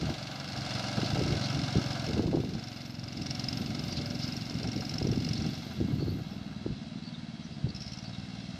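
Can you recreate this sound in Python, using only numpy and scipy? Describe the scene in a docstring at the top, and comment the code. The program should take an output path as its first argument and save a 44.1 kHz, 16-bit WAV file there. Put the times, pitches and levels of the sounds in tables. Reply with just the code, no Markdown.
"""A one-cylinder garden tractor thuds and clatters close by while gusts of wind buffet the microphone.
Each firing sends a pressure pulse from the exhaust and ticks a valve; impacts ring the block and tinware.
A slipping belt chirps once per lap, drifting against the beat, and the carrier squeaks under hay bales.
The tractor crosses a lawn, turns away and slows in front of a shed, whose wall reflects its sound.
A faint, high sizzle comes and goes, and towards the end a few birds chirp."""
import sys
import numpy as np
from scipy import signal
from scipy.fft import rfft, irfft, next_fast_len
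from scipy.io import wavfile
from scipy.ndimage import uniform_filter1d, map_coordinates

SR = 44100
rng = np.random.default_rng(int(sys.argv[2]) if len(sys.argv) > 2 else 0)


def dump(signal):
    """Clip the signal to [-1, 1] and save it as 16-bit WAV at the path in sys.argv[1]."""
    limited = np.clip(np.atleast_2d(signal).T, -1, 1)
    pcm = np.round(limited * 32767).astype(np.int16)
    wavfile.write(sys.argv[1], SR, pcm)


N = 378813


def amp(db):
    """Decibels to amplitude ratio."""
    return 10 ** (np.asarray(db) / 20)


def unit(x):
    """Normalisation to rms 1."""
    return x / np.sqrt(np.mean(x ** 2) + 1e-20)


def curves(rows):
    """Linear interpolation: one value per sample for each column after the time."""
    times, *columns = np.transpose(rows)
    return [np.interp(np.arange(N) / SR, times, column) for column in columns]


def wobble(rate):
    """Smooth random modulation: a spline through rate knots a second."""
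    return map_coordinates(rng.standard_normal(4096), [np.arange(N) * rate / SR], mode="wrap")


def coloured(x, spectrum, size=16384):
    """Minimum-phase filtering by a (frequency_hz, level_db) spectrum, at rms 1."""
    hz, db = np.transpose(spectrum)
    gain = amp(np.interp(np.log(np.fft.rfftfreq(size, 1 / SR) + 1), np.log(hz), db))
    cepstrum = irfft(np.log(np.maximum(gain, 1e-5)))
    cepstrum[1:size // 2] *= 2
    cepstrum[size // 2 + 1:] = 0
    response = irfft(np.exp(rfft(cepstrum)))
    return unit(signal.fftconvolve(x, response)[:N])


def noise(spectrum):
    """Filtered Gaussian noise of rms 1."""
    return coloured(rng.standard_normal(N), spectrum)


def pulses(cycle, place, scatter_db, jitter_s):
    """A quasi-periodic impulse train: one hit each time the cycle passes a place."""
    timing, strength = rng.standard_normal((256, 2)).T
    at = np.interp(np.arange(len(timing)) + place, cycle, np.arange(N), left=-SR, right=2 * N)
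    at += jitter_s * SR * timing
    heard = (at >= 0) & (at < N)
    return np.bincount(at[heard].astype(int), amp(scatter_db * strength[heard]), N)


def bursts(hits, rise_s, decay_s):
    """An envelope of rms 1 with exponential rise and decay after each hit."""
    t = np.arange(SR // 10) / SR
    return unit(signal.fftconvolve(hits, (1 - np.exp(-t / rise_s)) * np.exp(-t / decay_s))[:N])


def swells(rows, attack_s, release_s):
    """Incoherent addition: the powers of (start_s, length_s, level_db) envelopes sum to one gain."""
    t, power = np.arange(N) / SR, np.zeros(N)
    for start, length, db in rows:
        rise = 1 - np.exp(-np.maximum(t - start, 0) / attack_s)
        fall = np.exp(-np.maximum(t - start - length, 0) / release_s)
        power += (amp(db) * rise * fall) ** 2
    return np.sqrt(power)


def modes(hits, table):
    """Modal superposition: each hit excites damped sinusoids; the sum has rms 1."""
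    t = np.arange(SR // 4) / SR
    ring = sum(amp(db - 60 * t / t60) * np.sin(2 * np.pi * hz * t) for hz, db, t60 in table)
    return unit(signal.fftconvolve(hits, ring)[:N])


def ringing(hits, t60_s):
    """Modal overlap: dense resonances merge into an impulse response of decaying noise."""
    t = np.arange(SR // 4) / SR
    tail = rng.standard_normal(len(t)) * amp(-60 * t / t60_s)
    return signal.fftconvolve(hits, tail / np.linalg.norm(tail))[:N]


def delayed(x, seconds):
    """Propagation delay, which may change with time."""
    return np.interp(np.arange(N) - seconds * SR, np.arange(N), x, left=0)


def facing(view, levels_db):
    """Directivity: gain interpolated between views 0 (flank), 1 (rear) and 2 (far off)."""
    return amp(np.interp(view, np.arange(len(levels_db)), levels_db))


# engine speed: time_s, firing_rate_hz
SPEED = [(0.0, 23.42), (0.72, 22.62), (1.17, 22.76), (1.88, 22.03), (2.2, 22.32), (3.21, 22.07),
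         (3.61, 22.62), (4.0, 22.15), (4.31, 22.62), (4.73, 22.34), (5.42, 22.6), (5.89, 21.95),
         (6.47, 20.08), (7.22, 18.96), (7.68, 16.17), (7.89, 18.1), (8.11, 19.35), (8.28, 19.7),
         (8.59, 19.5)]

def thud(cycle, place, pitch_hz, width_s, scatter_db):
    """A bipolar pressure pulse: air is pushed and sucked each time the cycle passes a place."""
    firing = np.round(cycle - place)
    t = (cycle - place - firing) / curves(SPEED)[0]
    size = amp(scatter_db * rng.standard_normal(256))[firing.astype(int)]
    return -size * np.exp(-(t / width_s) ** 2) * np.sin(2 * np.pi * pitch_hz * t)


def pulling():
    """Acceleration: the rise of the firing rate in Hz per second, capped at full throttle."""
    firing_hz = uniform_filter1d(curves(SPEED)[0], size=SR // 5)
    return np.clip(np.gradient(firing_hz) * SR, 0, 7)


# strength of the exhaust: time_s, level_db
EXHAUST_LEVEL = [(0, -36), (.4, -32.5), (1.35, -25), (2, -27), (2.8, -33), (3.55, -26), (4.3, -27),
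                 (4.8, -29), (5.25, -23.5), (5.62, -33), (5.95, -29.5), (7.4, -32.5), (8.59, -29.5)]
# the thud, deep and long from the flank, tighter from behind: time_s, pitch_hz, width_s
THUD_SHAPE = [(0, 164, 0.0073), (1.7, 154, 0.0058), (2.7, 170, 0.0036), (3.6, 178, 0.0035),
              (5.3, 177, 0.0031), (6.8, 199, .0045), (7.4, 190, 0.0041), (7.8, 161, 0.003),
              (8.59, 182, 0.0042)]
# reflection from the buildings: time_s, delay_s, amplitude_ratio
ECHO = [(0, 0.0082, 0.74), (.8, 0.0091, 0.8), (2.6, 0.0081, 0.41), (5.6, 0.0077, 0.49), (6.3, 0.015, 0.36),
        (6.9, 0.013, 0.74), (7.45, .013, 0.97), (7.7, 0.014, 0.74), (8.59, 0.017, .38)]
# intake gulp against the thud: flank_db, rear_db, far_db
INTAKE_DB = [-6.5, -9.5, -15.5]
# muffler resonances: pitch_hz, level_db, t60_s
MUFFLER_MODES = [(132.2, 1, 0.17), (205.4, -6.5, 0.21), (254.4, -1.5, 0.15)]

def exhaust(cycle, view):
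    """Cavity resonance: the muffler hums on after each thud, its echo and a weaker intake gulp."""
    pitch_hz, width_s = curves(THUD_SHAPE)
    delay_s, reflection = curves(ECHO)
    thuds = thud(cycle, .04, pitch_hz, width_s, scatter_db=0.55)
    gulps = facing(view, INTAKE_DB) * thud(cycle, .66, pitch_hz=280.6, width_s=0.0055, scatter_db=0.7)
    puffs = thuds + reflection * delayed(thuds, delay_s) + gulps
    hum = amp(-22.5) * modes(puffs, MUFFLER_MODES)
    return amp(curves(EXHAUST_LEVEL)[0]) * (puffs + hum)


# relative strength of the mechanical noise: time_s, clatter_db, block_db
MACHINE_LEVELS = [(0.0, -50, -50), (0.5, -52, -52), (0.72, -46.5, -46.5), (.92, -47.5, -46),
                  (1.06, -47, -47), (2.13, -48.5, -49), (2.3, -54, -58), (2.82, -52.5, -57.5),
                  (2.92, -56.5, -61.5), (3.39, -48.5, -53.5), (5.48, -51.5, -56.5), (6.0, -58.5, -59),
                  (7.49, -58, -62), (7.8, -58, -60), (8.59, -54.5, -60.5)]
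# blows in one four-stroke cycle: place_cycles, knock_db, hiss_db
STROKES = [(-.04, -5.5, 10.5), (.22, -9, -2.5), (.55, -9.5, 2.5)]
# spectrum of the engine block: frequency_hz, level_db
BLOCK_SPECTRUM = [(250, -23.5), (430, -12.5), (525, -2), (590, 4), (730, 6.5), (850, -1.5), (1120, -5.5),
                  (1300, -1.5), (1480, -5.5), (1650, 0), (1850, -30), (2400, -49.5)]
# resonances of the block and its cowling: pitch_hz, level_db, t60_s
BLOCK_MODES = [(603.7, -2.5, 0.055), (728, 1.5, 0.23), (1061, -15, 0.19), (1298, 6, 0.057),
               (1463, -5, 0.16)]
# tones of the flywheel fan and gears: cycles_per_firing, flank_db, rear_db, far_db
DRONES = [(26, -5.5, -3.5, -18.5), (33, -6, -3.5, -20)]

def block(cycle, view):
    """Impact excitation: firing and valves ring the block, over fan rush and blade and gear harmonics."""
    hits = sum(amp(db) * pulses(cycle, place, scatter_db=3.5, jitter_s=.00003)
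               for place, db, _ in STROKES)
    knocks = coloured(ringing(hits, t60_s=0.053), BLOCK_SPECTRUM) + amp(-5) * modes(hits, BLOCK_MODES)
    drone = sum(facing(view, levels) * amp(4 * wobble(3.7)) * np.sin(2 * np.pi * order * cycle)
                for order, *levels in DRONES)
    rush = amp(1) * noise(BLOCK_SPECTRUM)
    return amp(curves(MACHINE_LEVELS)[1] + 4.5) * unit(knocks + rush + drone)


# spectra of the tinware close by and far off: frequency_hz, level_db
TIN_NEAR = [(1300, -38), (1820, -6), (2150, 6.5), (2420, -2), (2750, 3.5), (3120, -1), (3500, 2.5),
            (4200, 5.5), (5300, 1), (6300, -5.5), (8000, -15), (10000, -21.5), (13500, -41), (15000, -71)]
TIN_FAR = [(1060, -46), (1800, -5), (2180, 6), (2410, -10), (2670, 4), (3000, -5.5), (3320, 7.5),
           (3560, -6.5), (3830, 8), (4400, 4.5), (4750, 3.5), (6140, -5.5), (6810, -10.5), (8370, -15),
           (12300, -31), (14000, -54)]
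# resonances of the thin tinware: pitch_hz, level_db, t60_s
TIN_MODES = [(2202, -6.5, 0.081), (2718, 5.5, 0.022), (2790, -7.5, 0.049), (3484, -1, 0.077),
             (4260, -0.5, 0.043), (4970, -6, 0.043)]
# gains of the tinware's ring and of the whole clatter: flank_db, rear_db, far_db
RATTLE_DB = [-10, -8.5, -9]
CLATTER_DB = [5, 2, 5]

def clatter(cycle, view):
    """Amplitude-modulated noise: each stroke spits a burst of hiss and shakes the tinware."""
    hits = sum(amp(db) * pulses(cycle, place, scatter_db=.9, jitter_s=.0004) for place, _, db in STROKES)
    distance = np.clip(view - 1, 0, 1)
    # distance smears the bursts unless the engine pulls hard
    smear_db = distance * np.maximum(18 - 2.5 * pulling(), 0)
    spit = bursts(hits, rise_s=0.0055, decay_s=0.0072) * amp(-2.5 - smear_db)
    hiss = rng.standard_normal(N) * np.sqrt((1 + spit ** 2) / (1 + np.mean(spit ** 2)))
    rattle = modes(bursts(hits, rise_s=0.0013, decay_s=0.0056) * rng.standard_normal(N), TIN_MODES)
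    hiss += amp(-7.5) * unit(ringing(hits, t60_s=0.27))
    near = np.sqrt(1 - distance) * coloured(hiss, TIN_NEAR)
    far = np.sqrt(distance) * coloured(hiss, TIN_FAR)
    tin = amp(-1) * (near + far) + facing(view, RATTLE_DB) * rattle
    return amp(curves(MACHINE_LEVELS)[0]) * facing(view, CLATTER_DB) * tin


# resonances of the loose cowling: pitch_hz, level_db, t60_s
COWLING_MODES = [(673, 0.5, 0.073), (1300, -2, 0.087), (1505, -0.5, 0.1), (2206, -18, .06),
                 (2900, -4.5, .06), (3240, -3, 0.062)]
# gain of its rattle: flank_db, rear_db, far_db
COWLING_DB = [-3, -11, -10.5]

def cowling(view, contacts_per_s=100):
    """A Poisson process: random contacts ring each mode of the loose cowling with a new strength."""
    contacts = rng.random(N) < contacts_per_s / SR
    ring = sum(amp(db) * modes(contacts * rng.standard_normal(N), [(hz, db, t60)])
               for hz, db, t60 in COWLING_MODES)
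    return amp(curves(MACHINE_LEVELS)[0]) * facing(view, COWLING_DB) * unit(ring)


# gain of the valve tick: flank_db, rear_db, far_db
TICK_DB = [-3, -7, -12.5]

def tappet(cycle, view):
    """Impact noise: a valve ticks once per firing, harder while the engine picks up speed."""
    hits = pulses(cycle, -0.034, scatter_db=1, jitter_s=.0005)
    strikes = bursts(hits, rise_s=.002, decay_s=.0027)
    ring = noise([(2000, -33), (3500, -3), (4500, 1), (5300, 5.5), (5900, -5.5), (7000, -18.5),
                  (14000, -30)])
    return amp(curves(MACHINE_LEVELS)[0] + 1.2 * pulling()) * facing(view, TICK_DB) * strikes * ring


def eddies(spectrum, lumps_db):
    """Intermittent turbulence: noise in lumps a few milliseconds long, at an even mean strength."""
    air = coloured(rng.standard_normal(N) * amp(lumps_db * wobble(110)), spectrum)
    return air / np.sqrt(abs(uniform_filter1d(air ** 2, size=SR // 7)) + 1e-9)


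# the air between gusts: time_s, strength_db
BREEZE = [(0, -45.5), (2.2, -41.5), (2.8, -48.5), (3.4, -40.5), (6.2, -42.5), (7, -46.5), (8.59, -46)]
# gusts: start_s, length_s, strength_db, edge_db (extra strength for the flutter alone)
GUSTS = [(0, 0.12, -35, -1), (0.955, 0.19, -39.5, -2.5), (1.154, 0.19, -33.5, 1),
         (1.535, 0.066, -32.5, -5.5), (1.745, 0.023, -31, 1), (2.069, 0.31, -33, 2),
         (2.335, 0.041, -36, 6.5), (2.433, 0.13, -39.5, 4), (3.177, 0.03, -39.5, -11),
         (3.415, 0.39, -48, -6), (3.92, 0.23, -44, 1.5), (4.519, 0.27, -38.5, 0), (4.86, 0.16, -42.5, -6),
         (5.01, 0.11, -33, 0), (5.124, 0.35, -36, -4.5), (5.762, 0.4, -33.5, -5), (6.644, 0.057, -36.5, -6),
         (7.649, 0.025, -36, 0)]
# spectra of the wind's low rumble and higher flutter: frequency_hz, level_db
RUMBLE_SPECTRUM = [(20, -44), (40, -18.5), (65, -3), (110, 3), (200, -1), (300, -5), (420, -27), (600, -42),
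                   (1000, -74.5)]
FLUTTER_SPECTRUM = [(90, -20.5), (220, -6.5), (340, 1.5), (480, -6.5), (700, -20.5), (1100, -30.5),
                    (2200, -69)]

def wind():
    """Turbulent pressure: eddies hit the microphone, and stronger gusts reach higher frequencies."""
    breeze = amp(curves(BREEZE)[0] + 1.5 * wobble(5.5))

    def blowing_db(gusts):
        return 20 * np.log10(np.hypot(breeze, swells(gusts, attack_s=0.006, release_s=0.045)))

    wind_db = blowing_db([(start, length, db) for start, length, db, _ in GUSTS])
    edged_db = blowing_db([(start, length, db + edge) for start, length, db, edge in GUSTS])
    lull_db = np.clip(wind_db + 37, -8, 0) * .4  # weak wind is quieter still
    rumble = amp(0.98 * wind_db + lull_db - 0.5) * eddies(RUMBLE_SPECTRUM, lumps_db=3)
    flutter = amp(1.73 * edged_db + lull_db + 18) * eddies(FLUTTER_SPECTRUM, lumps_db=6.3)
    return rumble + flutter


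# spells of sizzle: start_s, length_s, level_db
SIZZLE_SPELLS = [(0, 2.4, -75), (2.4, 1.1, -76), (3.45, 2.8, -72.5), (4.2, 0.16, -72)]
# spectrum of the sizzle: frequency_hz, level_db
SIZZLE_SPECTRUM = [(8000, -25), (10400, -7), (11500, -8), (12400, 0), (13800, -1), (14600, -15)]

def sizzle():
    """Random amplitude modulation gives a faint, very high band of noise a fine grain."""
    grain_db = 3 * wobble(12) + 3 * wobble(300)
    return swells(SIZZLE_SPELLS, attack_s=0.0082, release_s=0.16) * amp(grain_db) * noise(SIZZLE_SPECTRUM)


# spectrum of the garden's background: frequency_hz, level_db
GARDEN_SPECTRUM = [(20, -6), (90, -31), (300, 6), (1000, -1.5), (4000, -3), (8000, -38), (14000, -85)]

def garden():
    """Ambient noise: a faint, stationary, broadband hush."""
    return amp(-59) * noise(GARDEN_SPECTRUM)


# sharp slaps of wind: start_s, thump_db, pitch_hz, snap_db
SLAPS = [(0.018, -20, 128, -45), (.029, -20, 300, -26), (0.087, -17, 113, -19), (0.979, -12, 167, -40),
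         (0.991, -18.5, 395, -26), (1.031, -13.5, 268, -28), (1.132, -13, 140, -33), (1.155, -19, 308, -31),
         (1.170, -35, 442, -15.5), (1.195, -24, 470, -33), (1.307, -19, 316, -37), (1.755, -12, 196, -40),
         (1.765, -12, 150, -38), (1.782, -11, 230, -34), (2.097, -19, 365, -37), (2.193, -9.5, 273, -19),
         (2.233, -23, 395, -36), (2.256, -9.5, 133, -26), (2.330, -16, 425, -23), (2.337, -22, 307, -19),
         (2.348, -22, 487, -31), (2.371, -17, 380, -19), (2.435, -18.5, 304, -26), (2.55, -15, 177, -28),
         (3.607, -16, 222, -48), (5.016, -12, 295, -25), (5.05, -13.5, 257, -28), (5.090, -15, 262, -39),
         (5.104, -10.5, 126, -33), (5.173, -11.5, 244, -34), (5.463, -13, 178, -31),
         (5.803, -22, 377.5, -36), (5.811, -11.5, 282, -40), (5.884, -17, 256, -29), (5.927, -17, 110, -45),
         (6.025, -14, 303, -46), (6.081, -14.5, 290, -38), (6.662, -12, 298, -28), (6.72, -19, 141, -55),
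         (6.956, -20, 209, -48), (7.641, -11.5, 132, -52), (7.667, -22, 187, -46)]

def slaps(snap_hz=650):
    """Pressure transients: a single eddy gives a thump of one or two swings, with a snap at its crest."""
    t, out = np.arange(SR // 10) / SR, np.zeros(N + SR)
    crest = 0.65  # swings until the envelope peaks

    def thump(swings):
        return np.sin(2 * np.pi * swings) * (swings / 1.023) ** 2 * np.exp(2 - 2 * swings / crest)

    for start, thump_db, hz, snap_db in SLAPS:
        snap = thump(np.maximum(snap_hz * (t - crest / hz) + crest, 0))
        out[round(start * SR):][:len(t)] += amp(thump_db) * thump(hz * t) + amp(snap_db) * snap
    return out[:N]


# creep of the belt on its pulleys: time_s, lag_laps
CREEP = [(0, -0.14), (1.2, 0.0034), (2.1, 0.049), (2.8, -0.021), (3.4, -0.018), (5.2, -0.031),
         (5.55, -0.078), (7.2, -0.037), (7.85, -0.015), (8.59, 0.13)]
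# spells in which the belt slips: start_s, length_s, level_db
SLIPS = [(.45, 1.64, -47), (2.5, 2.6, -52.5), (3.19, 0.3, -43.5), (3.42, 0.12, -46.5), (3.72, 1.8, -50),
         (4.17, 0.19, -50.5), (4.78, 0.22, -46), (5.2, 0.17, -45), (7.73, 0.21, -47.5), (8, 0.48, -63)]
# spectrum of the belt's rasp: frequency_hz, level_db
RASP_SPECTRUM = [(1800, -64), (3300, -26), (4150, 5.5), (4500, -1), (4950, 8.5), (5450, 4), (6000, -5.5),
                 (6800, -11), (9000, -22), (12800, -26), (14500, -48)]
# stray chirps against regular ones, and squeal against rasp: flank_db, rear_db, far_db
STRAY_DB = [-7, -18, -15]
SQUEAL_DB = [-3.5, 1.5, 3]

def belt(cycle, view, laps_per_firing=1.0117, gripping_db=-86):
    """Sliding friction: a worn spot on the belt chirps in the pulley once a lap, barely when it grips."""
    laps = cycle * laps_per_firing - curves(CREEP)[0]
    hits = pulses(laps, -0.047, scatter_db=1.6, jitter_s=.0005)
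    hits += facing(view, STRAY_DB) * pulses(laps, .45, scatter_db=3.5, jitter_s=.007)
    chirps = uniform_filter1d(bursts(hits, rise_s=0.0014, decay_s=0.0034), size=130)
    # the pulley rings on, and from afar the yard draws each chirp out
    tail = amp(-15 + 12 * np.clip(view - 1, 0, 1)) * bursts(hits, rise_s=.005, decay_s=.017)
    envelope = np.sqrt((chirps ** 2 + tail ** 2) / (1 + uniform_filter1d(tail ** 2, size=SR // 4)))
    squeal_hz = 5250 + 190 * wobble(60) + 200 * wobble(900)
    squeal = np.sqrt(2) * np.sin(2 * np.pi * np.cumsum(squeal_hz) / SR)
    scrape = noise([(900, -41), (2200, -1.5), (2430, -6.5), (2720, 3.5), (4200, -18.5), (7000, -37),
                    (14000, -41)])
    friction = unit(noise(RASP_SPECTRUM) + facing(view, SQUEAL_DB) * squeal + amp(-7.5) * scrape)
    strength = amp(gripping_db) + swells(SLIPS, attack_s=0.0067, release_s=0.067)
    return strength * envelope * friction


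# squeaks of the jolting carrier, then in the last row a separate brief high tick that is no squeak: centre_s,
# level_db, pitch_hz, width_s
SQUEAKS = [(1.058, -38.5, 4410, 0.029), (1.448, -35.5, 4470, 0.038), (3.924, -40, 4730, 0.032),
           (3.979, -36.5, 4370, 0.028), (4.236, -36.5, 4850, 0.037), (5.367, -42.5, 4320, 0.033),
           (7.691, -39, 4540, 0.007)]

def carrier(waver_hz=278.6, scrape_hz=344.8, full_scrape_db=-36.5):
    """Random frequency modulation: the loaded frame squeaks; harder jolts widen the tone to a scrape."""
    t, out = np.arange(N) / SR, np.zeros(N)
    drift = np.cumsum(wobble(2500)) / SR
    for centre, db, hz, width in SQUEAKS:
        near = abs(t - centre) < 2 * width
        swell = amp(db) * np.exp(-2 * ((t[near] - centre) / width) ** 2)
        deviation_hz = waver_hz + scrape_hz * min(amp(db - full_scrape_db), 1) ** 3
        out[near] += swell * np.sin(2 * np.pi * (hz * t[near] + deviation_hz * drift[near]))
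    return out


def shed(direct, view, echo_db=3):
    """Specular reflection: in front of the shed its wall doubles every tick and knock."""
    reflection = amp(echo_db) * np.clip(view - 1, 0, 1)
    echo = reflection * delayed(direct, curves(ECHO)[0])
    return (direct + echo) / np.hypot(1, reflection)


# bird chirps: centre_s, relative_level_db, pitch_hz, width_s, slide_hz (per width)
BIRD_NOTES = [(6.015, -43.5, 4470, .036, 0), (6.092, -46, 4400, 0.031, 201), (6.32, -53, 5350, .028, -400),
              (7.065, -45, 4440, 0.036, 42), (7.148, -43, 3800, .016, -100), (7.443, -51, 5820, .016, -300),
              (7.539, -52.5, 4820, .028, 100), (8.06, -44.5, 4630, 0.024, -100),
              (8.145, -46, 3900, .022, -150)]

def birds(arch_hz=221.7, tremble_hz=141):
    """Frequency glides: each small bird's note arches, slides and trembles, then reverberates briefly."""
    t, notes = np.arange(N) / SR, np.zeros(N)
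    tremble = tremble_hz * wobble(700)
    for centre, db, hz, width, slide_hz in BIRD_NOTES:
        near = abs(t - centre) < 2 * width
        offset = (t[near] - centre) / width
        pitch_hz = hz + slide_hz * offset - arch_hz * offset ** 2 + tremble[near]
        notes[near] += amp(db) * np.exp(-2 * offset ** 2) * np.sin(2 * np.pi * np.cumsum(pitch_hz) / SR)
    return amp(-3) * notes + amp(-6) * ringing(notes, t60_s=.15)


# the side that faces the listener: time_s, view (0 flank, 1 rear, 2 far off by the shed)
VIEW = [(0, 0), (1.7, 0), (2.6, 1), (5.2, 1), (6.3, 2), (8.59, 2)]

def scene():
    """Superposition: the tractor, timed by its crank, adds to the sounds of the garden."""
    cycle = .71 + np.cumsum(curves(SPEED)[0]) / SR  # phase in firings
    view = curves(VIEW)[0]
    engine = block(cycle, view) + clatter(cycle, view) + cowling(view) + tappet(cycle, view)
    machinery = engine + belt(cycle, view) + carrier()
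    tractor = exhaust(cycle, view) + shed(machinery, view)
    return (tractor + birds() + wind() + slaps() + sizzle() + garden())[None]


def record(dry):
    """Band limiting: an ideal low-pass filter removes the highest treble."""
    size = next_fast_len(N + SR // 2)
    passband = np.fft.rfftfreq(size, 1 / SR) < 14400
    return irfft(rfft(dry, size) * passband, size)[:, :N]


dry = scene()
out = record(dry)
dump(out)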